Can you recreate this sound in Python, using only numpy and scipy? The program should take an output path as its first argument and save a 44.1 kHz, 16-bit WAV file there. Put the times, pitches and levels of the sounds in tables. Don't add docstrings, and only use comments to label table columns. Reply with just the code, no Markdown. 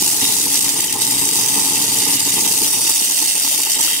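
import sys
import numpy as np
from scipy import signal
from scipy.fft import rfft, irfft, next_fast_len
from scipy.io import wavfile
from scipy.ndimage import uniform_filter1d, map_coordinates

SR = 44100
rng = np.random.default_rng(int(sys.argv[2]) if len(sys.argv) > 2 else 0)


def pcm_store(signal):
    levels = np.round(np.clip(np.atleast_2d(signal), -1, 1) * 32767)
    wavfile.write(sys.argv[1], SR, levels.astype(np.int16).T)


N = 176400
DOME_RISE_S = 0.00083


# time in seconds, clatter level in dB.
CLATTER_LEVELS = [(0.0, -19.5), (0.03, -17.5), (0.08, -18), (0.44, -19), (0.5, -22), (0.52, -17.5),
                  (0.95, -24), (1.01, -20), (1.02, -17), (1.05, -20), (1.3, -18), (1.31, -22), (1.36, -17),
                  (1.37, -19), (1.99, -18.5), (2.07, -18.5), (2.13, -16), (2.17, -19), (2.18, -26.5),
                  (2.19, -19), (2.29, -18.5), (3.63, -19), (3.69, -22.5), (3.71, -16), (3.77, -22),
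                  (3.82, -16.5), (4.0, -22)]
# start in seconds, relative level of a hard hit in dB.
HARD_HITS = [(.1226, -3), (.2508, 0), (.3227, 1), (.609, -5.5), (.6449, -5), (.6898, 1.5), (.8041, 2),
             (.841, 0), (.9245, 1), (1.0191, -3), (1.1084, 1), (1.3008, -5.5), (1.3328, -5), (1.398, -5),
             (1.485, 0.5), (1.5405, -2), (1.8213, 1), (2.0582, -9), (2.3351, -4), (2.408, 0), (2.5203, -1),
             (2.588, -5), (2.6334, -2), (2.8499, -8), (2.8933, 3.5), (2.9584, -1.5), (3.042, -4),
             (3.2226, -1)]
# frequency in Hz, gain of a click in dB.
CLICK_SPECTRUM = [(200, -39.5), (600, -15), (1100, -20.5), (1500, -21.5), (1750, -17.5), (2000, -14.5),
                  (2300, -14.5), (2850, -9), (3450, -11), (3900, -7), (4250, -7), (4850, -3.5),
                  (5200, -5.5), (5850, -2), (6300, -4.5), (7300, -3), (8200, -2.5), (8700, -0.3),
                  (9200, -3), (10200, -4), (12000, -8), (14500, -10), (15700, -10.5)]
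def clatter(flurry_db, rebound_s=0.0012, rebound_db=-1.5):
    level_db, = curves(CLATTER_LEVELS)
    clicks = collisions(impacts(per_s=1100, scatter_db=1.5))
    clicks = steady(coloured(clicks, CLICK_SPECTRUM), span_s=0.02)
    hard = np.zeros((2, N + SR))
    for start_s, db in HARD_HITS:
        for k, click in enumerate(contacts(count=4)):
            at = round((start_s + k * rebound_s) * SR)
            hard[:, at:at + click.shape[1]] += amp(db + 11.5 + k * rebound_db) * click
    churn = (clicks * amp(flurry_db) + amp(-15.5) * ticks()) * amp(level_db + 1.85)
    return spread(churn + coloured(hard[:, :N], CLICK_SPECTRUM))


def collisions(blows, spots=8, block=882):
    out = np.zeros((2, N + SR))
    spot = rng.integers(spots, size=N)
    starts = range(0, N, block)
    for at, clicks in zip(starts, np.split(contacts(spots * len(starts)), len(starts))):
        spot_blows = blows[at:at + block] * (spot[at:at + block] == np.arange(spots)[:, None])
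        part = signal.fftconvolve(spot_blows[:, None], clicks, axes=2).sum(axis=0)
        out[:, at:at + part.shape[1]] += part
    return out[:, :N]


def contacts(count, size=1024, tint_knots=24):
    t = np.arange(size) / SR
    crack = unit(decay(t, t60_s=0.00044))
    dome = unit((1 - np.exp(-t / DOME_RISE_S)) * decay(t, t60_s=0.008))
    clicks = rng.standard_normal((count, 2, size)) * np.hypot(crack, dome)
    ping_hz = 8150 * 2 ** (0.323 * np.clip(rng.standard_normal((count, 1, 1)), -2.5, 1.7))
    ping = np.sin(2 * np.pi * (ping_hz * t + rng.random((count, 2, 1))))
    clicks += amp(-8.5) * unit(ping * decay(t, t60_s=0.0054))
    tint_db = 2.5 * signal.resample(rng.standard_normal((count, 1, tint_knots)), size // 2 + 1, axis=2)
    clicks = irfft(rfft(np.roll(clicks, tint_knots, axis=2)) * amp(tint_db))
    return clicks / np.linalg.norm(clicks, axis=2, keepdims=True)


def ticks(size=128):
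    out, t = np.zeros((2, N + size)), np.arange(size) / SR
    blows = impacts(per_s=45, scatter_db=1.3)
    for at in np.flatnonzero(blows):
        crack = rng.standard_normal((2, size)) * decay(t, t60_s=0.0007)
        pan_db = rng.normal(0, 1.4) * np.array([[1], [-1]])
        out[:, at:at + size] += blows[at] * unit(crack * amp(pan_db))
    return unit(coloured(out[:, :N], CLICK_SPECTRUM))


# time in seconds, clack level in dB.
CLACK_LEVELS = [(0.0, -34), (0.19, -43), (0.24, -20), (0.27, -37), (0.29, -29.5), (0.41, -41), (0.56, -30),
                (0.59, -37), (0.68, -25.5), (0.75, -41), (0.77, -28.5), (0.98, -32), (2.36, -30.5),
                (2.37, -24), (2.42, -38), (2.45, -27), (2.54, -39.5), (2.81, -28.5), (2.84, -55),
                (2.85, -27), (2.92, -32.5), (3.88, -28.5), (3.94, -24.5), (4.0, -29.5)]
# dome wall resonance in Hz, width in Hz, gain in dB.
WALL_MODES = [(1996, 120, -4), (2297, 110, -9.5), (2770, 177, -1.5), (2965, 65, -2), (3163, 106, -1),
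              (3713, 50, 5), (3846, 95, 1)]
def clacks(flurry_db):
    level_db, = curves(CLACK_LEVELS)
    blows = np.array([impacts(per_s=260, scatter_db=0.5) for _ in range(2)])
    wall = resonate(spread(blows * amp(flurry_db)), WALL_MODES)
    return steady(wall, span_s=0.12) * amp(level_db)


# start in seconds, relative level in dB, pitch in Hz.
GLANCES = [(0.5192, -17, 3300), (0.7607, -19.5, 2860), (0.8824, -15, 3070), (1.1423, -19, 3730),
           (1.7724, -20, 2750), (2.8449, -20, 3210), (2.9672, -22, 3080), (3.1567, -25, 2780)]
def glancing_blows(size=4096):
    out, t = np.zeros(N + size), np.arange(size) / SR
    envelope = (1 - np.exp(-t / DOME_RISE_S)) * decay(t, t60_s=0.034)
    for start_s, db, hz in GLANCES:
        out[round(start_s * SR):][:size] += amp(db - 2) * envelope * np.sin(2 * np.pi * hz * t)
    return out[:N]


# time in seconds, base level in dB, plate level in dB.
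DRUM_LEVELS = [(0.0, -33, -49), (0.03, -32.5, -31.5), (0.05, -34.5, -38.5), (0.21, -36, -38),
               (0.22, -32.5, -34.5), (0.39, -35, -37.5), (0.43, -35, -50), (0.47, -28, -35),
               (0.5, -41, -49), (0.52, -30.5, -29), (0.58, -39, -47), (0.59, -36, -36.5),
               (0.68, -33.5, -35.5), (0.73, -35, -41), (0.76, -33, -35.5), (0.93, -37, -41.5),
               (0.96, -29, -28.5), (1.0, -35, -36), (1.29, -30.5, -34.5), (1.31, -35, -42),
               (1.37, -31, -33), (1.5, -38, -37), (1.59, -29, -29), (1.61, -32.5, -34), (1.74, -30.5, -33),
               (1.9, -33.5, -38.5), (2.12, -32, -32), (2.16, -31.5, -41), (2.18, -40, -53),
               (2.21, -32, -31), (2.25, -41, -49), (2.28, -28, -26), (2.32, -39.5, -43), (2.37, -29, -32),
               (2.58, -36.5, -40), (2.63, -29.5, -34), (2.7, -37.5, -39), (2.8, -32.5, -34),
               (2.83, -40, -44), (2.9, -31, -29.5), (2.92, -45, -48), (2.97, -45, -38), (3.03, -33, -40),
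               (3.06, -41.5, -51), (3.12, -36, -33.5), (3.15, -52, -60), (3.22, -32.5, -34),
               (3.33, -53, -56), (3.36, -36.5, -36.5), (3.42, -50, -62), (3.45, -35.5, -34),
               (3.52, -52, -50), (3.55, -44, -36), (3.57, -37.5, -49), (3.6, -32, -31), (3.64, -48, -59),
               (3.66, -40, -33.5), (3.74, -45, -50), (3.8, -32, -30.5), (3.83, -49, -45),
               (3.84, -39.5, -38.5), (4.0, -44, -46)]
# time in seconds, relative level of the housing's rumble in dB.
RUMBLE_LEVELS = [(0.0, -39), (0.2, -46), (0.23, -36), (0.41, -44), (0.5, -41.5), (1.18, -40.5), (1.25, -38),
                 (1.48, -42), (1.58, -32), (1.63, -41), (1.72, -37.5), (2.45, -39), (2.96, -49.5),
                 (4.0, -52)]
# resonance in Hz, width in Hz, gain in dB.
BASE_MODES = [(119, 75, -13), (191.4, 29, -7.5), (281.3, 20.8, 3.5), (360, 48, -5.5), (443.5, 39, -5)]
PLATE_MODES = [(850.6, 80.5, -0.5), (935.5, 60, -1.5), (1027, 32, -4), (1222, 184, -14.5)]
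# frequency in Hz, gain through the housing in dB.
HOUSING_SPECTRUM = [(60, -11.5), (95, -1.5), (118, 1.5), (140, -3.5), (160, -1.5), (195, 6), (225, -0.5),
                    (270, -18.5), (900, -62)]
def drumming(flurry_db, low_cut_hz=46):
    base_db, plate_db = curves(DRUM_LEVELS)
    rumble_db, = curves(RUMBLE_LEVELS)
    knocks = np.array([impacts(per_s=380, scatter_db=3.5) for _ in range(2)])
    knocks = spread(knocks * amp(0.99 * flurry_db))
    knocks = filtered(knocks, lambda hz: hz ** 2 / (hz ** 2 + low_cut_hz ** 2))
    base = coloured(resonate(knocks, BASE_MODES), [(40, -6), (110, 1.5), (470, 6), (560, -7), (1500, -13)])
    base = steady(base, span_s=0.058)
    plate = steady(resonate(knocks, PLATE_MODES), span_s=0.094)
    housing = steady(coloured(knocks, HOUSING_SPECTRUM), span_s=0.12)
    return base * amp(base_db - 1) + plate * amp(plate_db) + housing * amp(rumble_db - 5)


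# start in seconds, peak in dB.
BASE_THUMPS = [(0.016, -22), (.228, -20), (1.565, -32), (2.071, -21), (2.27, -27), (2.609, -23.5)]
def thumps():
    return struck(BASE_MODES, BASE_THUMPS)


# casing resonance in Hz, width in Hz, gain in dB.
CASING_MODES = [(1210, 150, 1), (1390, 160, 2), (520, 90, -6)]
def finger_tap(start_s=3.878, peak_db=-24):
    return struck(CASING_MODES, [(start_s, peak_db)])


# frequency in Hz, nominal rms level in dB.
MOTOR_LINES = [(118, -49.5), (281, -49.5), (851, -53.5), (1200, -57)]
def motor():
    warped_s = np.cumsum(1 + 0.00753 * wobble(7)) / SR
    rumble_db, = curves(RUMBLE_LEVELS)
    load_db = 0.77 * (rumble_db - rumble_db.mean())
    hum = np.zeros(N)
    for hz, db in MOTOR_LINES:
        waver_db = 2.8 * wobble(7.68) + 1.5 * wobble(35)
        hum += amp(db + load_db + waver_db) * np.sqrt(2) * np.sin(2 * np.pi * hz * warped_s)
    return hum


# frequency in Hz, gain in dB.
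PUFF_SPECTRUM = [(5, -20), (15, -3), (27, 0), (45, -14), (70, -28), (150, -98)]
def puff(centre_s=1.2, width_s=0.035):
    swell = np.exp(-((np.arange(N) / SR - centre_s) / width_s) ** 2 / 2)
    noise = filtered(rng.standard_normal((2, N)), lambda hz: amp(along(PUFF_SPECTRUM, hz)))
    return steady(noise, span_s=0.08) * swell * amp(-37)


def reflections(x, blocks=12, size=8192):
    x = coloured(x, [(200, -21), (900, -5), (2000, 3), (15000, 8.5)])
    out = np.zeros((2, N + SR))
    for block in np.array_split(np.arange(N), blocks):
        tail = rng.standard_normal((2, size)) * decay(np.arange(size) / SR, t60_s=0.11)
        tail /= np.linalg.norm(tail, axis=1, keepdims=True)
        wet = signal.fftconvolve(x[:, block], tail, axes=1)
        out[:, block[0]:][:, :wet.shape[1]] += wet
    return out[:, :N]


# frequency in Hz, gain in dB.
ROOM_SPECTRUM = [(15, 7), (60, 7.5), (100, 3), (300, 11.5), (2000, -51), (15000, -19)]
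def room_noise():
    return amp(-50) * unit(spread(coloured(rng.standard_normal((2, N)), ROOM_SPECTRUM)))


# frequency in Hz, left-right correlation before clipping to +-0.99.
CORRELATION = [(40, 0.43), (100, 1), (300, 1), (420, 0.93), (530, 0.34), (860, 0.99), (1100, 0.021),
               (1450, 0.63), (1650, 0.099), (2000, 0.75), (2350, 0.35), (2700, 1), (3050, 0.12),
               (3350, 0.25), (3800, -0.66), (4150, -1.45), (4600, 0.83), (5000, -0.045), (6200, 0.18),
               (7300, -0.14), (8500, 0.17), (9500, -0.079), (15000, 0.14)]
def spread(pair):
    def mid_side_gains(hz):
        angle = np.arccos(np.clip(along(CORRELATION, hz), -0.99, 0.99)) / 2
        return np.array([np.cos(angle), np.sin(angle)])
    mid, side = filtered(pair, mid_side_gains)
    return np.array([mid + side, mid - side])


# frequency in Hz, left minus right in dB.
DOME_BALANCE = [(300, -.3), (650, -1.5), (880, -.3), (1100, -2), (2000, 1), (2900, -3), (3900, -.3),
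                (4900, -2), (6500, -1), (8000, -1), (8700, 1.3), (9500, .8), (15000, 2.2)]
def lean(x):
    return filtered(x, lambda hz: amp(np.outer([0.5, -0.5], along(DOME_BALANCE, hz))))


def impacts(per_s, scatter_db):
    lands = rng.random(N) < per_s / SR
    strength = amp(scatter_db * np.clip(rng.standard_normal(N), -3, 1.7))
    return lands * strength * rng.choice([-1, 1], N)


def struck(modes, blows):
    boom = resonate(signal.unit_impulse(N), modes)[:SR // 5]
    out = np.zeros(N + SR)
    for start_s, db in blows:
        out[round(start_s * SR):][:len(boom)] += amp(db) * boom / np.abs(boom).max()
    return out[:N]


def resonate(x, modes):
    return filtered(x, lambda f: sum((-1) ** k * amp(db) * 1j * f * width / (hz**2 - f**2 + 1j * f * width)
                                     for k, (hz, width, db) in enumerate(modes)))


def steady(x, span_s):
    power = np.abs(uniform_filter1d(np.mean(x ** 2, axis=0), int(span_s * SR)))
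    return unit(x / np.sqrt(uniform_filter1d(power, int(span_s * SR / 2)) + power.mean() / 20))


def coloured(x, points, size=4096):
    cepstrum = irfft(np.log(amp(along(points, np.fft.rfftfreq(size, 1 / SR)))))
    cepstrum[1:size // 2] *= 2
    cepstrum[size // 2 + 1:] = 0
    return signal.fftconvolve(x, irfft(np.exp(rfft(cepstrum)))[None], axes=1)[:, :N]


def filtered(x, response):
    size = next_fast_len(N + SR // 2, True)
    return irfft(rfft(x, size) * response(np.fft.rfftfreq(size, 1 / SR)), size)[..., :N]


def wobble(knots_per_s):
    return map_coordinates(rng.standard_normal(4096), [np.arange(N) * knots_per_s / SR], mode="wrap")


def curves(rows):
    times_s, *columns = np.transpose(rows)
    return [np.interp(np.arange(N) / SR, times_s, column) for column in columns]


def along(points, hz):
    knots_hz, values = np.transpose(points)
    return np.interp(np.log(hz + 1), np.log(knots_hz + 1), values)


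def decay(t, t60_s):
    return amp(-60 * t / t60_s)


def unit(x):
    return x / np.sqrt(np.mean(x ** 2) + 1e-20)


def amp(db):
    return 10 ** (np.asarray(db) / 20)


def scene():
    flurry_db = unit(wobble(85) + 0.45 * wobble(190) + 0.5 * wobble(600))
    balls = clatter(flurry_db) + clacks(flurry_db) + glancing_blows() + drumming(flurry_db) + thumps()
    direct = balls + finger_tap()
    return lean(direct + amp(-10.5) * reflections(direct)) + motor() + puff() + room_noise()


def record(dry, top_hz=15750):
    return filtered(dry / (1 + dry ** 8) ** (1 / 8), lambda hz: hz < top_hz)


dry = scene()
out = record(dry)
pcm_store(out)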